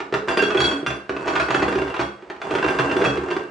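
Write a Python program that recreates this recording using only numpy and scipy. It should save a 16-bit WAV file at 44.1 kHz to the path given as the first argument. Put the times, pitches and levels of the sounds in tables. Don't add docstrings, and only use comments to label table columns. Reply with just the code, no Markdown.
import sys
import numpy as np
from scipy import signal
from scipy.io import wavfile
from scipy.ndimage import uniform_filter1d

SR = 44100
rng = np.random.default_rng(int(sys.argv[2]) if len(sys.argv) > 2 else 0)


def store_pcm(level_fs):
    pcm = np.round(np.clip(level_fs, -1, 1) * 32767).astype(np.int16)
    wavfile.write(sys.argv[1], SR, np.atleast_2d(pcm).T)


def field_ratio(decibels):
    return 10 ** (np.asarray(decibels, dtype=float) / 20)


N = 154350

BOWL_ONE_HZ = [1485, 1510, 2590, 4490, 5595, 7023, 8310, 10190, 6655, 3920, 8730]
BOWL_TWO_HZ = [1575, 1605, 2736, 3443, 4760, 5790, 5884, 7219, 8909, 9948, 10640]
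COUNTER_HZ = [70, 129, 165, 203]
# level in dB, time to die by 60 dB in seconds.
BOWL_ONE = [(4.5, 0.25), (-3.5, 0.22), (2, 0.15), (-12.5, 0.28), (-12, 0.18), (-17.5, 0.17), (-22.5, 0.32),
            (-15.5, 0.15), (-12, 0.042), (-11.5, .1), (-25, .2)]
BOWL_TWO = [(6.5, 0.2), (-8, 0.27), (6, 0.17), (-4.5, 0.22), (-12, 0.22), (-18.5, 0.21), (-21.5, 0.23),
            (-21, 0.21), (-21, 0.19), (-15, 0.13), (-13.5, 0.16)]
COUNTER = [(-8, 0.31), (-4.5, 0.25), (-6, 0.4), (-6, 0.47)]
# pitch in Hz, level in dB, time to die by 60 dB in seconds.
AIR = [(283.4, -2.5, 0.21), (329, 2, 0.075), (360, 0.5, 0.1), (393, 1.5, 0.11), (425, 5.5, 0.11),
       (470, 3.5, 0.063), (554, -6.5, 0.14)]
# frequency in Hz, level in dB.
RIM_TONE = [(60, -15), (250, -2.5), (500, 2), (1200, 6), (2500, -1.5), (4500, -15), (9000, -33),
            (16000, -27.5)]
# time in seconds, then knock, hollow air, ring and bell tone in dB.
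KNOCKS_ONE = [(0.423, -9, -14, -32.5, -23.5), (0.5056, -10, -20.5, -31, -35.5),
              (0.5725, -10.5, -23.5, -26, -21), (0.6036, -7, -17.5, -28, -18),
              (0.642, -11, -20.5, -26, -20), (0.6811, -15, -22, -42, -28), (0.7138, -13.5, -21, -47, -49),
              (1.0942, -13, -18, -39, -60), (1.1655, -17, -26, -36, -61), (1.2446, -35, -37, -37, -48),
              (1.2719, -15, -33, -39, -45), (1.279, -8.5, -20.5, -29.5, -37),
              (1.3007, -20.5, -24.5, -39, -43), (1.335, -18, -27, -35, -48), (1.3549, -8, -27, -34, -41),
              (1.3625, -10, -27, -27, -36), (1.3994, -5, -32, -33, -53), (1.4175, -25, -24, -32, -45),
              (1.5066, -6, -23.5, -34, -62), (1.5452, -5.5, -14, -29.5, -33),
              (1.6215, -11, -13, -36.5, -49), (1.627, -10, -22.5, -41, -48), (1.9933, -11, -19, -36, -55),
              (1.9994, -10, -35, -43, -52), (2.011, -14.5, -20, -45, -31.5), (2.3005, -18, -30.5, -51, -60),
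              (2.503, -23.5, -28, -45, -63), (2.5082, -16, -18, -38, -38), (2.552, -8, -19.5, -31, -58),
              (3.048, -7.5, -27, -28, -23)]
# time in seconds, then knock, hollow air and ring in dB.
KNOCKS_TWO = [(0.1403, -6, -19.5, -40), (0.2844, -7.5, -27, -37), (0.3114, -11.5, -33, -45),
              (0.3729, -5.5, -15.5, -34), (0.3914, -14.5, -22.5, -25.5), (0.864, -7.5, -25, -36),
              (0.9044, -11.5, -24, -47), (0.9611, -33.5, -33.5, -49), (1.4859, -13, -21.5, -42.5),
              (1.6814, -12.5, -17, -36), (1.726, -14, -26.5, -45.5), (1.7857, -14, -37, -37),
              (1.8186, -15.5, -21, -60), (1.878, -19.5, -32, -46), (1.906, -22, -34, -46),
              (1.9421, -13.5, -33, -57), (1.9653, -14.5, -29, -41), (2.4171, -15.5, -35, -52.5),
              (2.451, -30.5, -44, -71), (2.5842, -14, -26, -46), (2.627, -12, -21.5, -34),
              (2.643, -11, -17, -44), (2.6852, -9, -27, -33), (2.7882, -7.5, -17.5, -32.5),
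              (2.796, -9, -18, -40), (2.9001, -19.5, -40, -35), (2.9135, -10, -17.5, -39),
              (3.0152, -13, -21, -41), (3.021, -14.5, -13.5, -41), (3.3039, -17.5, -17, -41),
              (3.3119, -13.5, -21, -38), (3.3662, -14, -23, -44.5), (3.4328, -35, -32, -52.5),
              (3.453, -44, -37.5, -63)]


def evened(x):
    return x / np.sqrt(np.mean(x ** 2) + 1e-20)


def read(points, hz):
    f, value = np.transpose(points)
    return np.interp(np.log(hz + 1), np.log(f + 1), value)


def colour(x, points):
    log_gain = np.log(field_ratio(read(points, abs(np.fft.fftfreq(4096, 1 / SR)))))
    taps = np.fft.ifft(np.exp(log_gain - 1j * signal.hilbert(log_gain).imag)).real[:2048]
    return signal.oaconvolve(x, taps / np.linalg.norm(taps))[:N]


def clicks(s, strength):
    out = np.zeros(N)
    out[np.round(s * SR).astype(int)] = strength
    return out


def pitched(hz, rows):
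    return [(f, *row) for f, row in zip(hz, rows)]


def mode(x, hz, db, t60):
    r = np.exp(-np.log(1000) / (max(t60, 0.01) * SR))
    w = 2 * np.pi * hz / SR
    return field_ratio(db) / 2 * signal.lfilter([1, 0, -1], [1, -2 * r * np.cos(w), r * r], x)


def struck(s, db, modes, spread_db):
    luck = rng.standard_normal((len(s), len(modes), 2))
    out = np.zeros(N)
    for k, row in enumerate(modes):
        strength = field_ratio(db[k] + spread_db * luck[:, k, 0]) * np.sign(luck[:, k, 1])
        out += mode(clicks(s, strength), *row)
    return out


def ringing(s, db, modes):
    spread_db, bloom_s, wobble_db, wobble_rad = 1.5, 0.0017, 4.5, 0.83
    luck = rng.standard_normal((len(s), len(modes)))
    out, t = np.zeros(N), np.arange(N) / SR
    for k, (hz, mode_db, t60) in enumerate(modes):
        energy = clicks(s, field_ratio(2 * (db + mode_db + spread_db * luck[:, k])))
        decay = np.exp(-2 * np.log(1000) / (max(t60, 0.01) * SR))
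        energy = signal.lfilter([1], [1, -decay], energy)
        energy = abs(uniform_filter1d(energy, round(bloom_s * SR) + 1))
        wobble = np.interp(t, np.arange(0, 4, 0.01), rng.standard_normal(400))
        wave = np.sin(2 * np.pi * hz * t + wobble_rad * wobble)
        out += np.sqrt(energy) * field_ratio(wobble_db * wobble) * wave
    return out


def tuned(t, hz):
    # time in seconds, pitch in Hz.
    cavity = [(.1, 420), (.3, 360), (.45, 422), (.58, 354), (.7, 282), (.9, 350), (1.1, 412), (1.3, 334),
              (1.5, 306), (1.65, 320), (1.8, 378), (2.0, 337), (2.5, 425), (2.65, 318), (2.95, 330),
              (3.06, 422), (3.25, 335), (3.42, 390)]
    width_hz, depth_db = 51.4, -7.5
    distance = (hz - np.interp(t, *np.transpose(cavity))) / width_hz
    return depth_db * (1 - np.exp(-distance ** 2))


def hush():
    # frequency in Hz, level in dB.
    hush_tone = [(30, -8), (150, -16.5), (500, -1), (2000, -15), (9000, -39.5)]
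    level_db = -47
    mid, side = (evened(colour(v, hush_tone)) for v in rng.standard_normal((2, N)))
    return field_ratio(level_db) * np.array([mid + 0.3 * side, mid - 0.3 * side])


def rim_knocks(s, db):
    chatter_s, rise_s, tick_db = 0.0073, 0.00087, 17.5
    blows, t = clicks(s, field_ratio(db)), np.arange(4000) / SR
    swell = np.exp(-t / chatter_s) * (1 - np.exp(-t / rise_s))
    chatter = signal.oaconvolve(blows, swell)[:N] * rng.standard_normal(N)
    roughness_db = 2 * evened(uniform_filter1d(rng.standard_normal(N), size=60))
    return colour(chatter * field_ratio(roughness_db) + field_ratio(tick_db) * blows, RIM_TONE)


def counter_booms(s, hollow_db):
    # time in seconds, boom in dB, deep boom in dB.
    thumps = [(0.136, -25, -39), (0.428, -36, -53), (0.591, -20, -20), (0.873, -23.5, -28),
              (1.101, -44, -33), (1.389, -26, -26), (1.501, -26, -36), (1.545, -21, -35), (1.62, -32, -27),
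              (1.757, -29, -21), (1.822, -32, -23), (1.997, -21, -26), (2.511, -41, -42), (2.644, -32, -28),
              (2.791, -17.5, -30), (3.02, -31, -34), (3.069, -16.5, -25), (3.15, -36, -29),
              (3.319, -39.5, -36)]
    knock_db, spread_db, slab_q = -17.5, 3.5, 2.76
    counter = pitched(COUNTER_HZ, COUNTER)
    slab = struck(s, [hollow_db + knock_db] * len(counter), counter, spread_db)
    thump_s, boom_db, deep_db = np.transpose(thumps)
    slab += struck(thump_s, [deep_db, boom_db], counter[:2], 0)
    return sum(signal.lfilter(*signal.iirpeak(hz, slab_q * hz / COUNTER_HZ[0], SR), slab) for hz in COUNTER_HZ)


def hollow_knocks(s, hollow_db):
    air_db, spread_db, contact_s = -5, 3.5, 0.0017
    air = struck(s, [hollow_db + air_db + tuned(s, row[0]) for row in AIR], AIR, spread_db)
    soft = np.hanning(round(contact_s * SR) + 3)
    return signal.oaconvolve(air + counter_booms(s, hollow_db), soft / soft.sum())[:N]


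def glaze():
    level_db, t60 = -10, 0.11
    hz = np.sort(rng.uniform(9300, 15300, size=18))
    return [(f, level_db - 20 * np.log2(f / 10000), t60) for f in hz]


def bowl_rings():
    # time in seconds, level in dB.
    shrill_one = [(0.422, -26.5), (.506, -58), (.572, -30), (0.603, -20), (.642, -24.5), (0.713, -31),
                  (1.094, -47), (1.165, -51), (1.277, -33), (1.354, -40), (1.399, -29.5), (1.505, -33.5),
                  (1.547, -32.5), (1.625, -39), (2.011, -36), (2.3, -54), (2.552, -41), (3.047, -29)]
    shrill_two = [(.14, -36), (.285, -30), (.372, -26), (0.866, -29.5), (.905, -36), (1.681, -35),
                  (1.756, -43.5), (1.815, -41.5), (1.879, -47), (1.943, -48), (2.415, -42.5), (2.55, -40.5),
                  (2.628, -50), (2.687, -34), (2.786, -35), (2.914, -45.5), (2.966, -34), (3.305, -35.5),
                  (3.366, -46.5)]
    # level in dB, time to die by 60 dB in seconds.
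    bell_hz = [3321]
    bell = [(-5.5, 0.3)]
    ring_db = -1
    high = glaze()
    bowl_one = pitched(BOWL_ONE_HZ, BOWL_ONE) + high[::2]
    bowl_two = pitched(BOWL_TWO_HZ, BOWL_TWO) + high[1::2]
    one, two = np.transpose(KNOCKS_ONE), np.transpose(KNOCKS_TWO)
    ring = ringing(one[0], one[3] + ring_db, bowl_one[:3])
    ring += ringing(one[0], one[4], pitched(bell_hz, bell))
    ring += ringing(two[0], two[3] + ring_db, bowl_two[:3])
    ring += ringing(*np.transpose(shrill_one), bowl_one[3:])
    ring += ringing(*np.transpose(shrill_two), bowl_two[3:])
    return ring


def knocks():
    # time in seconds, knock in dB, hollow air in dB.
    knocks_held = [(0.0034, -13, -24), (0.1252, -14.5, -20.5), (0.5476, -12, -13), (0.8286, -30, -23),
                   (1.7547, -13.5, -18), (2.224, -32.5, -35), (2.364, -30.5, -44), (2.9662, -13.5, -13.5),
                   (3.1735, -14.5, -14.5), (3.285, -21.5, -30)]
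    rim_db = -10
    every = [row[:3] for row in KNOCKS_ONE + KNOCKS_TWO + knocks_held]
    s, db, hollow_db = np.transpose(every)
    return field_ratio(rim_db) * rim_knocks(s, db) + hollow_knocks(s, hollow_db) + bowl_rings()


def hand_pressure(t):
    # time in seconds, grind in dB, share of bowl one from 0 to 1.
    shuffles = [
        [(.27, -23.5, 0), (.4, -35.5, 0.45), (.55, -28.5, 0.93), (.7, -33, 0.1), (.77, -37.5, 0.8),
         (.85, -54, 0.5)],
        [(1.08, -53, 0.6), (1.25, -34, .9), (1.4, -33, 1), (1.6, -29.5, 0.9), (1.8, -34.5, 0.2),
         (2.0, -39, 0.4)],
        [(2.4, -38.5, 0.4), (2.55, -28, 0.54), (2.75, -28.5, 0), (3.1, -29.5, 0.04), (3.25, -36.5, 0.3),
         (3.5, -42.5, 0.4)],
    ]
    start_s, stop_s = 0.0058, 0.012
    press, one = np.zeros((2, N))
    for rows in shuffles:
        s, db, share = np.transpose(rows)
        on = np.clip((t - s[0]) / start_s, 0, 1) * np.clip((s[-1] - t) / stop_s, 0, 1)
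        press += on * field_ratio(np.interp(t, s, db))
        one += (on > 0) * np.clip(np.interp(t, s, share), 0, 1)
    return press, one


def grit_clicks():
    grits_per_s, spread_db, lump_db, lump_s = 970, 6.5, 1, 0.022
    slow = uniform_filter1d(rng.standard_normal(N), round(lump_s * SR))
    lumps = field_ratio(lump_db * evened(uniform_filter1d(slow, 200)))
    size = field_ratio(spread_db * np.minimum(rng.exponential(1, N), 4))
    grit = (rng.random(N) < grits_per_s / SR) * size
    return evened(lumps * grit * rng.choice([-1., 1.], N))


def slides():
    grind_db, air_db, ring_db, rumble_db = -3.5, -3, -10.5, -28.5
    tilt_db = -5
    t = np.arange(N) / SR
    press, one = hand_pressure(t)
    grit = grit_clicks()

    def body(drives, modes):
        driven = sum(mode(drive * grit, *row) for drive, row in zip(drives, modes))
        return driven / np.std(sum(mode(grit, *row) for row in modes))

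    grind_tone = [(f, db + tilt_db * np.log2(f / 1000)) for f, db in RIM_TONE]
    air = body([press * field_ratio(tuned(t, row[0])) for row in AIR], AIR)
    rumble = body([press] * len(COUNTER), pitched(COUNTER_HZ, COUNTER))
    ring = body([press * one] * len(BOWL_ONE), pitched(BOWL_ONE_HZ, BOWL_ONE))
    ring += body([press * (1 - one)] * len(BOWL_TWO), pitched(BOWL_TWO_HZ, BOWL_TWO))
    grind = field_ratio(grind_db) * colour(press * grit, grind_tone)
    return grind + field_ratio(air_db) * air + field_ratio(rumble_db) * rumble + field_ratio(ring_db) * ring


def room(x):
    # frequency in Hz, time to die by 60 dB in seconds.
    decay = [(60, 0.39), (1000, 0.41), (9000, 0.33)]
    # frequency in Hz, level in dB.
    mid_tone = [(60, -19), (200, -3.5), (350, 2), (2000, -2)]
    side_tone = [(60, -16.5), (300, -24), (700, -1.5), (1400, -0.5), (3000, -8.5), (8000, 1.5)]
    taps = np.zeros((2, SR // 2))
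    at = np.arange(80, SR // 2 - 20, 20)
    shape = (2, len(at))
    np.put_along_axis(taps, at + rng.integers(0, 20, shape), rng.choice([-1., 1.], shape), 1)
    hz, t, z = signal.stft(taps, SR, nperseg=512)
    z = z * field_ratio(-60 * t / read(decay, hz)[:, None])
    size = np.linalg.norm(signal.istft(z, SR, nperseg=512)[1], axis=1).mean()
    z = z / size * field_ratio(np.array([read(mid_tone, hz), read(side_tone, hz)]))[:, :, None]
    tail = signal.istft(z, SR, nperseg=512)[1]
    mid, side = signal.fftconvolve(x[None], tail, axes=1)[:, :N]
    return np.array([mid + side, mid - side])


def scene():
    left_db = -0.8
    bowls = knocks() + slides()
    return (bowls + room(bowls) + hush()) * field_ratio(np.array([[left_db], [-left_db]]))


def low_pass(x):
    return signal.sosfilt(signal.butter(12, 15450, fs=SR, output="sos"), x)


def record(dry):
    edge_hz, above_edge_db = 9050, -27
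    dry = signal.sosfilt(signal.butter(4, 56, "high", fs=SR, output="sos"), dry)
    edge = signal.firwin(401, edge_hz, window=("kaiser", 8), fs=SR)
    low = signal.oaconvolve(dry, edge[None], "same")
    return low_pass(low + field_ratio(above_edge_db) * (dry - low))


dry = scene()
out = record(dry)
store_pcm(out)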